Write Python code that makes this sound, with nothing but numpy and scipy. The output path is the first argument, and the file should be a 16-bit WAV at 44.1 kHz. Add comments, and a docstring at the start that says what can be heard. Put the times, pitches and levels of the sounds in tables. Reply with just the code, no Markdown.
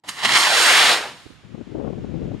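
"""Over faint night air, a firework rocket sputters, catches and roars upward, its jet crackling.
The ground echo lags more and more as it climbs, so the hiss sweeps downward in colour.
The jet moves towards the centre overhead and burns out after a second; the surroundings ring briefly.
Then wind buffets the two microphone ports."""
import sys
import numpy as np
from scipy import signal
from scipy.fft import rfft, irfft
from scipy.io import wavfile
from scipy.ndimage import map_coordinates

SR = 44100
rng = np.random.default_rng(int(sys.argv[2]) if len(sys.argv) > 2 else 0)


def store_wav(level_fs):
    """Save 16-bit WAV to argv[1]."""
    pcm = np.round(np.clip(np.atleast_2d(level_fs), -1, 1) * 32767)
    wavfile.write(sys.argv[1], SR, pcm.T.astype(np.int16))


N = 105840
T, HZ = np.arange(N) / SR, np.fft.rfftfreq(N, 1 / SR)


def amp(db):
    """Decibels to gain."""
    return 10 ** (np.asarray(db) / 20)


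def unit(x):
    """Scales to rms 1."""
    return x / np.sqrt(np.mean(x ** 2) + 1e-20)


def curve(rows, column=1):
    """Table column over time."""
    rows = np.array(rows)
    return np.interp(T, rows[:, 0], rows[:, column])


def spectrum(rows, hz=HZ):
    """Table over log frequency."""
    f, value = np.transpose(rows)
    return np.interp(np.log(hz + 1), np.log(f + 1), value)


def shape(x, gain):
    """Filters by a gain per frequency."""
    return irfft(rfft(x) * gain, N)


def noise(channels=2):
    """White noise."""
    return rng.standard_normal((channels, N))


def wander(rate_hz, channels=1):
    """Random drift up to about rate_hz, rms 1."""
    return unit(shape(noise(channels), np.exp(-(HZ / rate_hz) ** 2)))


def bump(at_s, width_s):
    """Gaussian in time, peak 1."""
    return np.exp(-((T - at_s) / width_s) ** 2)


def resonate(x, hz, width_hz):
    """Unity-gain resonance following the curve hz."""
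    turn = np.exp(2j * np.pi * np.cumsum(hz) / SR)
    pole = np.exp(-np.pi * width_hz / SR)
    return 2 * (turn * signal.lfilter([1 - pole], [1, -pole], x / turn)).real


# Flame envelope (time [s], level [dB])
FLAME_LEVEL = [(0.03, -81), (0.05, -59), (0.093, -45.5), (0.12, -57), (0.21, -56), (0.245, -43),
               (0.33, -36.5), (0.4, -53), (0.65, -58.5), (0.85, -43), (1.14, -46.5), (1.22, -66.5)]
# Flame spectrum (frequency [Hz], level [dB])
FLAME_SPECTRUM = [(25, -14), (70, -1.5), (150, 5), (290, 3.5), (450, -13.5), (1000, -54)]


def flame():
    """Low rush of the exhaust, first striking the ground, then from overhead."""
    rush = shape(noise(channels=1) + 0.13 * noise(), amp(spectrum(FLAME_SPECTRUM)))
    return unit(rush) * amp(curve(FLAME_LEVEL))


# Air spectrum (frequency [Hz], level [dB])
AIR_SPECTRUM = [(1500, -2), (3300, -5.5), (4600, -14), (7000, -17), (10000, -35.5), (15000, -58)]
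# Air envelope (time [s], level [dB])
AIR_LEVEL = [(0.034, -100), (0.04, -55), (1.9, -54), (2.3, -52)]


def night_air():
    """Faint, wide hiss of the open air."""
    hiss = shape(noise() + noise(channels=1), amp(spectrum(AIR_SPECTRUM)))
    return unit(hiss) * amp(curve(AIR_LEVEL))


# Jet envelope (time [s], level [dB])
JET_LEVEL = [(0.035, -92), (0.038, -53.5), (0.074, -49), (0.093, -24), (0.1, -32.5), (0.118, -40),
             (0.165, -38.5), (0.198, -30), (0.213, -33), (0.232, -24.5), (0.253, -12.5), (0.272, -20.5),
             (0.316, -17.5), (0.352, -11.5), (0.373, -9), (0.383, -13), (0.5, -14.5), (0.618, -11.5),
             (0.816, -6.5), (0.925, -8), (0.99, -19), (1.1, -33.5), (1.15, -43.5), (1.32, -54.5),
             (1.4, -66.5)]
# Jet spectrum (frequency [Hz], level [dB])
JET_SPECTRUM = [(24, -78), (69, -42.5), (183, -22), (300, -14), (400, -8.5), (1020, -3.5), (1730, -1),
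                (4460, -5.5), (6010, -10), (8520, -11.5), (10700, -18.5), (15500, -34)]
# Shelf gains (time [s], low [dB], treble [dB])
JET_SHELVES = [(0.05, 15.5, -1), (0.095, -3.5, 5.5), (0.2, 0, -3), (0.25, 1.5, -4.5), (0.285, -4, -2.5),
               (0.35, -2, -3), (0.4, -3, 1.5), (0.49, 1, -1.5), (0.63, -2.5, 2.5), (0.75, -3, 0),
               (0.93, 1, -1.5), (1.06, 8, -4), (1.22, 3, -0.5)]
# Crackle in the jet (time [s], power share [0-1])
JET_CRACKLE = [(0.1, 0.2), (0.3, 0.8), (0.45, 0.38), (0.65, 0.025)]
# Broad resonance, rising with rocket speed (time [s], centre [Hz], gain [linear])
JET_ROAR = [(0.655, 1750, 0.081), (0.69, 2050, 1.2), (0.76, 2400, 0.44), (0.81, 3400, 1.0),
            (0.92, 3800, 0.83), (0.97, 3870, 0.079)]


def jet(cracks_per_s=2500, crack_spread_db=2.5, low_hz=945, treble_hz=5500, flicker_db=0.61):
    """Turbulent hiss and small shocks from the nozzle, as two uncorrelated signals."""
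    sizes = amp(crack_spread_db * np.minimum(rng.exponential(1, (2, N)), 4))
    shocks = sizes * (rng.random((2, N)) < cracks_per_s / SR)
    cracks = unit(shape(shocks, HZ > 0))
    share = curve(JET_CRACKLE)
    gas = np.sqrt(1 - share) * noise() + np.sqrt(share) * cracks
    gas = unit(shape(gas, amp(spectrum(JET_SPECTRUM))))
    low = shape(gas, 1 / (1 + (HZ / low_hz) ** 4))
    treble = shape(gas, 1 - 1 / (1 + (HZ / treble_hz) ** 6))
    gas += low * (amp(curve(JET_SHELVES)) - 1)
    gas += treble * (amp(curve(JET_SHELVES, column=2)) - 1)
    gas += curve(JET_ROAR, column=2) * resonate(gas, curve(JET_ROAR), width_hz=950)
    return gas * amp(curve(JET_LEVEL) + flicker_db * wander(rate_hz=124))


# Ground echo delay (time [s], lag [ms])
ECHO_LAG = [(0.2, 1.02), (0.43, .94), (0.51, 1.25), (0.56, 1.65), (0.64, 2.72), (0.71, 3.97), (0.86, 7.26),
            (0.94, 8.7), (1.01, 9.55), (1.12, 10.4)]


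def ground_echo(x, echo_gain=0.5, cutoff_hz=2300, swoop_gain=1.45):
    """Adds a dull echo; its growing lag sweeps a comb down, the lowest peak swooping at lift-off."""
    lag_samples = curve(ECHO_LAG) * SR / 1000
    dull = shape(x, 1 / np.sqrt(1 + (HZ / cutoff_hz) ** 2))
    echo = np.array([map_coordinates(side, [np.arange(N) - lag_samples], order=3) for side in dull])
    swoop = bump(at_s=0.564, width_s=0.065) * resonate(x, SR / lag_samples, width_hz=50)
    return x + echo_gain * echo + swoop_gain * swoop


# Likeness of the ports (frequency [Hz], coherence [0-1])
PORT_COHERENCE = [(100, .88), (700, .98), (3100, .74), (7000, .85), (15000, .6)]
# Phase between ports at aside = 1 (frequency [Hz], left lead [rad])
PORT_PHASE = [(1400, 0.0), (2500, -1.5), (3300, -.3), (4050, -.9), (4600, .7), (6600, .1), (10500, -.1),
              (13000, -.9)]
# Balance at aside = 1 (frequency [Hz], left minus right [dB])
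PORT_BALANCE = [(100, -2), (1200, 0), (2050, 4.5), (3300, -9), (5400, -5), (8500, 1.5)]


def ports(x, aside):
    """Jet at the two microphone ports; aside scales level and phase differences (0 = centre)."""
    coherence = spectrum(PORT_COHERENCE)
    lean = amp(aside * spectrum(PORT_BALANCE) / 2)
    phase_lag = np.exp(-1j * aside * spectrum(PORT_PHASE))
    right = shape(x[0], coherence) + shape(x[1], np.sqrt(1 - coherence ** 2))
    return np.array([shape(x[0], lean), shape(right, phase_lag / lean)])


def climb(x, start_s=0.66, end_s=0.91):
    """The jet moves from one side towards the centre as it rises overhead."""
    risen = np.interp(T, [start_s, end_s], [0, 1])
    return (1 - risen) * ports(x, aside=1) + risen * ports(x, aside=0.22)


# Outdoor decay (frequency [Hz], T60 [s])
OUTDOOR_T60 = [(150, 0.27), (1000, 0.78), (4000, 1)]


def surroundings(x, level_db=-27, build_s=0.013):
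    """Diffuse outdoor echoes, the bass dying first."""
    hz, t, bins = signal.stft(noise(), SR, nperseg=256)
    decay = amp(-60 * t / spectrum(OUTDOOR_T60, hz)[:, None])
    tail = signal.istft(bins * decay, SR, nperseg=256)[1][:, :N]
    tail *= np.minimum(T / build_s, 1) ** 2
    tail /= np.linalg.norm(tail[0])
    return amp(level_db) * signal.fftconvolve(x, tail, axes=1)[:, :N]


# Wind at the left port (time [s], level [dB])
BREEZE_LEFT = [(1.1, -87), (1.415, -69), (1.44, -37.5), (1.475, -42.5), (1.55, -31), (1.62, -33.5),
               (1.645, -46), (1.71, -30), (1.85, -24.5), (1.95, -26.5), (2.07, -28.5), (2.12, -24),
               (2.23, -22.5), (2.34, -27.5), (2.4, -38)]
# Wind at the right port (time [s], level [dB])
BREEZE_RIGHT = [(1.23, -49), (1.3, -40), (1.5, -57), (1.8, -46.5), (1.95, -50), (2.0, -33), (2.15, -48),
                (2.25, -34.5), (2.4, -40.5)]
# Single eddies (time [s], left peak [dB], right peak [dB])
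WIND_BUFFETS = [(1.266, -67.5, -29.5), (1.308, -67, -33.5), (1.551, -21.5, -56), (1.583, -24.5, -60.5),
                (1.614, -26, -66), (1.675, -29, -67), (1.755, -23, -27.5), (1.811, -27.5, -37),
                (1.849, -26, -45), (1.878, -23.5, -48), (1.904, -23, -36), (1.934, -23, -58),
                (1.987, -30, -30), (2.046, -21.5, -49), (2.148, -26, -60), (2.219, -31, -29),
                (2.318, -22, -45), (2.346, -23, -53)]


def wind(gust_db=2.1, buffet_s=0.0048, ref_db=-23, ref_hz=314, db_per_octave=46, low_cut_hz=35.1):
    """Eddies thump each port on its own; stronger and sharper ones reach higher in pitch."""
    breeze_db = np.array([curve(BREEZE_LEFT), curve(BREEZE_RIGHT)])
    breeze = amp(breeze_db + gust_db * wander(rate_hz=97, channels=2)) * (T > BREEZE_LEFT[0][0])
    thumps = sum(amp([[left_db], [right_db]]) * bump(at_s, np.sqrt(2) * buffet_s)
                 for at_s, left_db, right_db in WIND_BUFFETS)
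    push = np.hypot(breeze, thumps) + 1e-6
    octaves = (20 * np.log10(push) - ref_db) / db_per_octave + 0.3 * thumps / push
    octaves += 0.63 * bump(at_s=1.834, width_s=0.097)  # brief brightening
    cutoff_hz = ref_hz * 2 ** octaves
    air = shape(noise(), HZ ** 2 / (HZ ** 2 + low_cut_hz ** 2))
    rumble = np.zeros((2, N))
    for hz in 20 * 2 ** (np.arange(15) / 2):  # half-octave bands
        band = shape(air, np.maximum(1 - 2 * abs(np.log2((HZ + 1e-9) / hz)), 0))
        rumble += band / np.sqrt(1 + (hz / cutoff_hz) ** (2 * 3.33))  # moving low-pass, order 3.33
    return rumble * push * np.sqrt(SR / 2 / cutoff_hz)


def scene():
    """Rocket, its echoes, wind and night air."""
    rocket = climb(ground_echo(jet())) + flame()
    return rocket + surroundings(rocket) + wind() + night_air()


# Microphone notches (centre [Hz], width [Hz], gain [dB])
MIC_NOTCHES = [(5950, 135, -5.5), (7810, 92, -15)]
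OVERLOAD_DB, AGC_S, AGC_KNEE_DB = 1.5, 0.19, -13.5
LOW_CUT_HZ, BAND_LIMIT_HZ = 41, 15600


def record(dry):
    """Microphone: soft overload, slow gain control, two narrow notches, low cut, band limit."""
    squashed = amp(OVERLOAD_DB) * np.tanh(dry / amp(OVERLOAD_DB))
    step = 1 / (AGC_S * SR)
    power = signal.lfilter([step], [1, step - 1], (squashed ** 2).mean(0))
    levelled = squashed / np.sqrt(1 + power / amp(AGC_KNEE_DB) ** 2)
    notches_db = sum(db * np.exp(-((HZ - hz) / width) ** 2) for hz, width, db in MIC_NOTCHES)
    out = shape(levelled, amp(notches_db))
    out = signal.sosfilt(signal.butter(2, LOW_CUT_HZ, "high", fs=SR, output="sos"), out)
    lowpass = signal.firwin(611, BAND_LIMIT_HZ, window=("kaiser", 9), fs=SR)
    return signal.oaconvolve(out, lowpass[None], "same")


dry = scene()
out = record(dry)
store_wav(out)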